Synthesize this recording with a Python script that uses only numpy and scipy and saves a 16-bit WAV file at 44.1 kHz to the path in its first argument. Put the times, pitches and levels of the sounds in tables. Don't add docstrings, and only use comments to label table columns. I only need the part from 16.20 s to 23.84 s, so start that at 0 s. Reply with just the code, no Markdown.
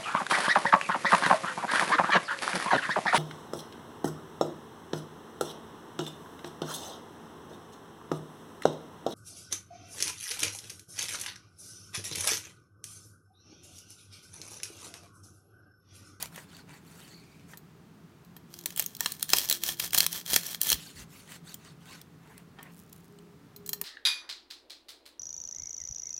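import sys
import numpy as np
from scipy import signal
from scipy.fft import rfft, irfft, next_fast_len
from scipy.io import wavfile

SR = 44100
rng = np.random.default_rng(int(sys.argv[2]) if len(sys.argv) > 2 else 0)


def persist_wave(psi):
    counts = np.round(np.clip(psi, -1, 1) * 32767).astype(np.int16)
    wavfile.write(sys.argv[1], SR, np.atleast_2d(counts).T)


N = 336924
TIME = np.arange(N) / SR
BODY_EDGE_HZ, FIZZ_EDGE_HZ = 2500, 7500

# f/Hz, relative density/dB
RUMBLE_SPECTRUM = [(20, -32), (40, -18.5), (60, -9.5), (95, -8.5), (130, 0), (170, 2), (220, -1.5),
                   (330, -9), (520, -17), (1200, -17), (2200, -24.5), (5000, -30), (10000, -36),
                   (16000, -37)]
# f/Hz, width/Hz, level/dB
DRONE_BANDS = [(91, 12, -70.5), (155.5, 14, -65), (169.6, 8, -61), (287, 9.9, -70), (346.2, 6.7, -74),
               (414.8, 62, -69)]
# start/s, end/s, f/Hz, level/dB
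WHINES = [(2.27, 2.542, 346, -55), (3.28, 3.605, 345, -55.5), (6.86, 7.19, 409.3, -56),
          (7.33, 7.8, 408, -53)]
# t at top speed/s, relative bite level/dB, duration/s, body re bite/dB, fizz re bite/dB
SLIDE_STROKES = [(0.02, -45, 0.17, -1.5, -2), (0.182, -54, 0.19, 3, 0), (0.351, -54.5, 0.21, -1, -5.5),
                 (0.534, -56, .17, 4, -6.5), (0.803, -60, 0.51, 1, 1.5), (1.105, -65.5, 0.54, -18, -8.5),
                 (1.32, -61.5, 0.12, 3.5, 5.5), (4.63, -48.5, .32, -9.5, -4.5),
                 (4.798, -46, 0.12, -3.5, -3), (4.976, -56, 0.24, -3, 1), (5.129, -49, .15, 1, -1),
                 (5.303, -51, 0.16, -2, -4), (5.465, -57, 0.21, 0, -7), (5.721, -52.5, 0.28, 0.5, -5.5),
                 (6.13, -69, .3, 12, 3), (6.441, -69.5, 0.22, 17.5, 0)]
# f/Hz, width/Hz, relative level/dB
SLIT_MODES = [(977, 69, -6.5), (1448, 130, 0), (1840, 82, -2.5), (3516, 340, 6.5), (4190, 230, 7.5)]
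# t/s, f/Hz, level/dB, Gaussian width/s
SQUEALS = [(0.837, 2950, -61.5, 0.028), (.967, 4350, -61, 0.043), (1.08, 2380, -67.5, 0.16)]
# t/s, relative bite level/dB, body re bite/dB, fizz re bite/dB
BLISTERS = [(0.0262, -35, -21, 7), (0.16, -51, 4, 8), (0.367, -50.5, -8, -5), (2.34, -42.5, -12, -1),
            (2.389, -45, -12, 3.5), (2.4586, -30, -6, 5), (2.505, -44, -3.5, 1), (2.562, -43, -5, 9),
            (2.5758, -40.5, -1.5, 13), (2.5956, -32.5, 0.5, 14.5), (2.6235, -41.5, 0.5, 10),
            (2.662, -39, -15, 12), (2.75, -43.5, -22, 3.5), (2.7672, -45.5, -22, 6),
            (2.8067, -28, -14.5, 4.5), (2.8598, -23, -3.5, -6.5), (2.9206, -37, -15, 7.5),
            (3.0275, -27.5, -12.5, 5.5), (3.092, -35.5, -5.5, 1), (3.1026, -33.5, -11.5, 5.5),
            (3.1338, -13, -7, -4.5), (3.1646, -32, -13, 5), (3.1692, -28.5, -13.5, 2.5),
            (3.1846, -24, -13, 3.5), (3.2208, -51, -8, 3), (3.2774, -40.5, -14, -6), (3.288, -32.5, -10, 2),
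            (3.2985, -25.5, -13, 8), (3.3113, -22, -7.5, -1), (3.326, -23, -16, 1), (3.4364, -27, -11, 2.5),
            (3.49, -28, -4.5, -12), (3.5995, -27, -8, -2), (3.707, -41.5, -10.5, -1),
            (3.7322, -32.5, 1.5, 6.5), (3.7465, -26, -1, 8), (3.785, -24.5, -14.5, 9),
            (3.8044, -15.5, -14, -3), (3.8645, -24.5, -7.5, 5.5), (3.928, -34.5, -21.5, 4),
            (4.1014, -35.5, -9, 4), (4.1408, -22, -21.5, -5), (4.1613, -17.5, -5, 2.5),
            (4.2654, -40.5, -20, 9), (4.415, -28.5, -11.5, 10.5), (4.432, -36.5, -14, 12),
            (4.491, -27, -13, 4.5), (4.5014, -23.5, -20.5, 4), (4.5182, -26.5, -1.5, 7),
            (4.528, -19, -16, -7), (5.3427, -44.5, -14, 8.5), (5.8146, -50, -9, 2.5), (6.179, -54.5, -1, 7),
            (6.4295, -67, -9, 23.5), (6.7272, -60, -15, 12), (6.9872, -57, 0, -6), (7.476, -51, -8, 8),
            (7.492, -40, -7, 8.5), (7.5312, -35, -12, 5.5), (7.614, -40.5, -14, 15.5)]
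# f/Hz, width/Hz, boost/dB
WEDGE_MODES = [(1754, 77, 8.5), (3254, 180, 13), (4155, 400, 7.5), (5740, 1200, 7), (9530, 500, 3),
               (13100, 910, 3.5), (15200, 420, 9)]
# t/s, level/dB
KNOCKS = [(.0286, -42.5), (.1776, -41.5), (1.335, -44), (2.1655, -50.5), (2.4591, -42), (2.5951, -41),
          (2.8068, -33.5), (2.8603, -38), (3.1347, -27.5), (3.747, -33.5), (4.1614, -33.5), (6.387, -46),
          (6.392, -45), (6.409, -48.5), (7.533, -42.5), (7.6138, -38.5)]
# f/Hz, relative level/dB, T60/s
BOARD_MODES = [(422, -8, .05), (580, -11, .033), (790, -1.5, 0.02), (963, -6.5, 0.068), (1230, -4.5, .04),
               (1820, 0, .04), (2522, -10, .029), (3200, -4, .028)]
# t/s, level/dB, Gaussian width/s
THUDS = [(.03, -60.5, 0.061), (3.185, -57.5, 0.068), (3.75, -62.5, 0.08), (4.146, -55.5, .045),
         (4.536, -45.5, 0.022), (4.8, -50.5, 0.038)]
# t/s, level/dB
TAPS = [(1.3732, -46.5), (2.048, -60.5), (2.1655, -48.5), (2.389, -63), (2.4591, -42), (7.3624, -44.5),
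        (7.4619, -40), (7.4918, -33), (7.5324, -30)]
# f/Hz, relative level/dB, T60/s
BLADE_MODES = [(3160, -30, .06), (4110, -6.5, 0.062), (4800, -13, 0.064), (5879, -16, .06),
               (6684, -14, 0.069), (7780, -11, 0.061), (8900, -15, 0.067), (9900, -12, 0.057),
               (11330, -5, 0.054), (13300, 2, .04), (15000, -4, .052)]
# t at top speed/s, level/dB, rise/s, fall/s
SAW_STROKES = [(2.35, -55.5, 0.075, 0.17), (2.48, -52.5, 0.043, 0.15), (2.6, -38.5, 0.049, 0.063),
               (2.67, -55, 0.045, 0.22), (2.83, -40, 0.054, 0.19), (3.035, -44.5, 0.063, 0.033),
               (3.17, -29.5, 0.11, 0.14), (3.32, -35, 0.044, 0.097), (3.485, -33, .1, 0.089),
               (3.636, -33.5, 0.078, 0.076), (3.764, -29, 0.05, 0.15), (3.95, -34.5, 0.065, .1),
               (4.147, -28.5, .11, 0.065), (4.31, -37, 0.2, 0.085), (4.506, -28.5, .12, 0.067)]
# f/Hz, relative density/dB
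CRUNCH_SPECTRUM = [(100, -7), (300, -7), (800, -5.5), (1500, -5), (2300, -3), (3200, -6), (5000, -4.5),
                   (6800, -3.5), (8200, -2), (10500, -3.5), (12000, 1), (16000, -7.5)]
# t/s, level/dB
PEEL_ENVELOPE = [(6.48, -81), (6.57, -57), (6.66, -64.5), (6.73, -57.5), (6.9, -72), (7.35, -91.5)]


def from_db(db):
    return 10 ** (np.asarray(db) / 20)


def rms_one(x):
    return x / np.sqrt(np.mean(x ** 2) + 1e-20)


def add(out, sound, s):
    at = int(s * SR)
    out[at:at + len(sound)] += sound[:N - at]


def band(x, edges_hz, kind, order=2):
    return signal.sosfilt(signal.butter(order, edges_hz, kind, fs=SR, output="sos"), x)


def registers(x, lowest_hz):
    body = band(band(x, lowest_hz, "high", order=1), BODY_EDGE_HZ, "low", order=4)
    bite = band(x, [BODY_EDGE_HZ, FIZZ_EDGE_HZ], "band", order=3)
    return body, bite, band(x, FIZZ_EDGE_HZ, "high", order=4)


def colour(x, spectrum):
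    hz, db = np.transpose(spectrum)
    size = next_fast_len(N)
    log_hz = np.log(np.arange(size // 2 + 1) * SR / size + 1)
    gain = from_db(np.interp(log_hz, np.log(hz), db))
    return irfft(rfft(x, size) * gain, size)[:N]


def drift(rate_hz):
    step, settle = 20, 4000
    pole = np.exp(-2 * np.pi * rate_hz * step / SR)
    noise = rng.standard_normal(N // step + settle + 2)
    slow = signal.lfilter([1], [1, -2 * pole, pole * pole], noise)[settle:]
    return np.interp(np.arange(N) / step, np.arange(len(slow)), rms_one(slow))


def narrow_noise(hz, width_hz):
    edges_hz = [hz - width_hz / 2, hz + width_hz / 2]
    return rms_one(band(rng.standard_normal(N + SR), edges_hz, "band")[SR:])


def swell(s, width_s):
    return np.exp(-.5 * ((TIME - s) / width_s) ** 2)


def stroke(s, rise, fall):
    phase = (TIME - s) / np.where(TIME < s, rise, fall)
    return np.where(np.abs(phase) < 1, np.cos(np.pi / 2 * phase), 0)


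def grains(per_s, spread_db, t60, spike):
    sizes = from_db(spread_db * np.minimum(rng.exponential(1, N), 4)) * rng.choice([-1, 1], N)
    clicks = sizes * (rng.random(N) < per_s / SR)
    energy_decay = from_db(-60 / (t60 * SR)) ** 2
    energy = signal.lfilter([1], [1, -energy_decay], clicks ** 2 + 1e-18)
    return rms_one(spike * clicks + np.sqrt(energy) * rng.standard_normal(N))


def appliances(rumble_db, fade_s):
    rumble = from_db(rumble_db) * rms_one(colour(rng.standard_normal(N), RUMBLE_SPECTRUM))
    drone = sum(from_db(db) * narrow_noise(hz, width_hz) for hz, width_hz, db in DRONE_BANDS)
    waver = .5 * drift(4)
    whines = np.zeros(N)
    for start, end, hz, db in WHINES:
        fade = np.clip(np.minimum(TIME - start, end - TIME) / fade_s, 0, 1)
        whines += from_db(db) * fade * np.sin(2 * np.pi * hz * TIME + waver)
    return rumble + drone + whines


def squelch(patchy_db, count=30):
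    noise = rng.standard_normal(N)
    edges_hz = np.linspace(np.sqrt(450), np.sqrt(16500), count + 1) ** 2
    bands = (band(np.roll(noise, k * SR // 100), edges_hz[k:k + 2], "band") for k in range(count))
    return rms_one(sum(b * from_db(patchy_db * drift(21.3)) for b in bands))


def slit(speed, patchy_db, glide):
    song = sum(from_db(db + patchy_db * drift(28)) * narrow_noise(hz, width_hz)
               for hz, width_hz, db in SLIT_MODES)
    pitch_ratio = 1 + glide * (speed - .5)
    return rms_one(np.interp(np.cumsum(pitch_ratio), np.arange(N), song))


def sliding(gain_db, judder_db, speed_power):
    speeds = [stroke(s, length / 2, length / 2) for s, _, length, _, _ in SLIDE_STROKES]
    rub = squelch(patchy_db=3.9)
    song = from_db(-8.5) * slit(sum(speeds), patchy_db=5.5, glide=.14)
    ticks = from_db(-5.5) * grains(per_s=220, spread_db=5.5, t60=.005, spike=4)
    friction = band(rub + song + ticks, 6400, "low", order=1)
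    body, bite, fizz = map(rms_one, registers(friction, lowest_hz=450))
    strokes = np.zeros(N)
    for speed, (_, db, _, body_db, fizz_db) in zip(speeds, SLIDE_STROKES):
        timbre = from_db(body_db) * body + bite + from_db(fizz_db) * fizz
        strokes += from_db(db) * speed ** speed_power * timbre
    squeals = sum(from_db(db) * swell(s, width_s) * narrow_noise(hz, 380) * from_db(3 * drift(30))
                  for s, hz, db, width_s in SQUEALS)
    return from_db(gain_db + judder_db * drift(45)) * strokes + squeals


def snap(t60, spike, flake_db):
    t = TIME[:SR // 20]
    shatter = rng.standard_normal(len(t)) * from_db(-60 * t / t60)
    shatter[0] += spike * rng.choice([-1, 1])
    flakes_hz = rng.uniform([2800, 6000, 10500], [6000, 10500, 15000])
    flakes = sum(signal.lfilter(*signal.iirpeak(hz, Q=8, fs=SR), shatter) for hz in flakes_hz)
    direct = shatter + from_db(flake_db) * flakes
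    delay_s = rng.uniform(.0002, .0008)
    return direct + .5 * np.interp(t - delay_s, t, direct, left=0)


def wedge(x):
    for hz, width_hz, boost_db in WEDGE_MODES:
        resonance = signal.lfilter(*signal.iirpeak(hz, hz / width_hz, fs=SR), x)
        x = x + (from_db(boost_db) - 1) * resonance
    return x


def cracks(fractures, gain_db, t60):
    out = np.zeros(N)
    attack = int(.005 * SR)
    for s, db, body_db, fizz_db in fractures:
        stretch = np.exp(.28 * rng.uniform(-1, 1))
        free = rng.uniform(0, .38)
        burst = snap(t60 * stretch, spike=2.2, flake_db=1)
        parts = registers(free * burst + (1 - free) * wedge(burst), lowest_hz=465)
        crack = sum(from_db(part_db) * part / np.std(part[:attack])
                    for part_db, part in zip((body_db, 0, fizz_db), parts))
        add(out, from_db(db + gain_db) * crack, s)
    return out


def strike(blows, modes, spread_db, scuff_db, scuff_t60):
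    out = np.zeros(N)
    t = TIME[:SR // 4]
    scatter_db = spread_db * rng.standard_normal((len(blows), len(modes)))
    for (s, db), offsets_db in zip(blows, scatter_db):
        scuff = rms_one(band(rng.standard_normal(len(t)), [modes[0][0], modes[-1][0]], "band"))
        sound = scuff * from_db(scuff_db - 60 * t / scuff_t60)
        for k, (hz, mode_db, t60) in enumerate(modes):
            envelope = from_db(mode_db + offsets_db[k] - 60 * t / t60)
            sound += (-1) ** k * envelope * np.sin(2 * np.pi * hz * t)
        add(out, from_db(db) * sound, s)
    return out


def thuds():
    push = sum(from_db(db) * swell(s, width_s) for s, db, width_s in THUDS)
    bump = narrow_noise(75, width_hz=65) + from_db(-5) * narrow_noise(220, width_hz=140)
    return push * bump


def sawing(grit_db, crumb_db, speed_power):
    envelope = sum(from_db(db) * stroke(s, rise, fall) ** speed_power for s, db, rise, fall in SAW_STROKES)
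    grit = from_db(grit_db) * grains(per_s=2200, spread_db=3.2, t60=.003, spike=2.8)
    crumbs = from_db(crumb_db) * grains(per_s=150, spread_db=6, t60=.01, spike=1.6)
    return envelope * rms_one(wedge(colour(grit + crumbs, CRUNCH_SPECTRUM)))


def chips(per_s, level_db, spread_db, body_db, fizz_db):
    start, end = SAW_STROKES[0][0], SAW_STROKES[-1][0]
    return [(rng.uniform(start, end), level_db + spread_db * rng.uniform(-1, 1), body_db, fizz_db)
            for _ in range(int(per_s * (end - start)))]


def peeling():
    s, db = np.transpose(PEEL_ENVELOPE)
    envelope = from_db(np.interp(TIME, s, db, left=-120, right=-120))
    ticks = grains(per_s=170, spread_db=3.6, t60=.006, spike=2)
    return envelope * rms_one(band(ticks, 5200, "high", order=1))


def kitchen(x, wet_db, t60, treble_t60):
    t = TIME[:SR // 2]
    noise = rng.standard_normal(len(t))
    dull = band(noise, 6000, "low", order=1)
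    tail = dull * from_db(-60 * t / t60) + (noise - dull) * from_db(-60 * t / treble_t60)
    tail *= t > .004
    return x + from_db(wet_db) * signal.oaconvolve(x, tail / np.linalg.norm(tail))[:N]


def scene():
    small_chips = chips(per_s=8, level_db=-47.5, spread_db=5.5, body_db=-10.5, fizz_db=4)
    snaps = cracks(BLISTERS + small_chips, gain_db=-1.5, t60=.014)
    crunch = sawing(grit_db=-4, crumb_db=-5.5, speed_power=2.01)
    meat = sliding(gain_db=-3, judder_db=1.5, speed_power=1.8) + peeling()
    steel = strike(TAPS, BLADE_MODES, spread_db=2, scuff_db=2, scuff_t60=.016)
    board = strike(KNOCKS, BOARD_MODES, spread_db=2.5, scuff_db=-3.5, scuff_t60=.04) + thuds()
    room = kitchen(snaps + crunch + meat + steel + board, wet_db=-16, t60=.26, treble_t60=.18)
    return (room + appliances(rumble_db=-56, fade_s=.062))[None]


def record(dry):
    steep_lowpass = signal.ellip(10, .2, 70, 15900, fs=SR, output="sos")
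    return signal.sosfilt(steep_lowpass, band(np.tanh(dry), 36, "high"))


dry = scene()
out = record(dry)
persist_wave(out)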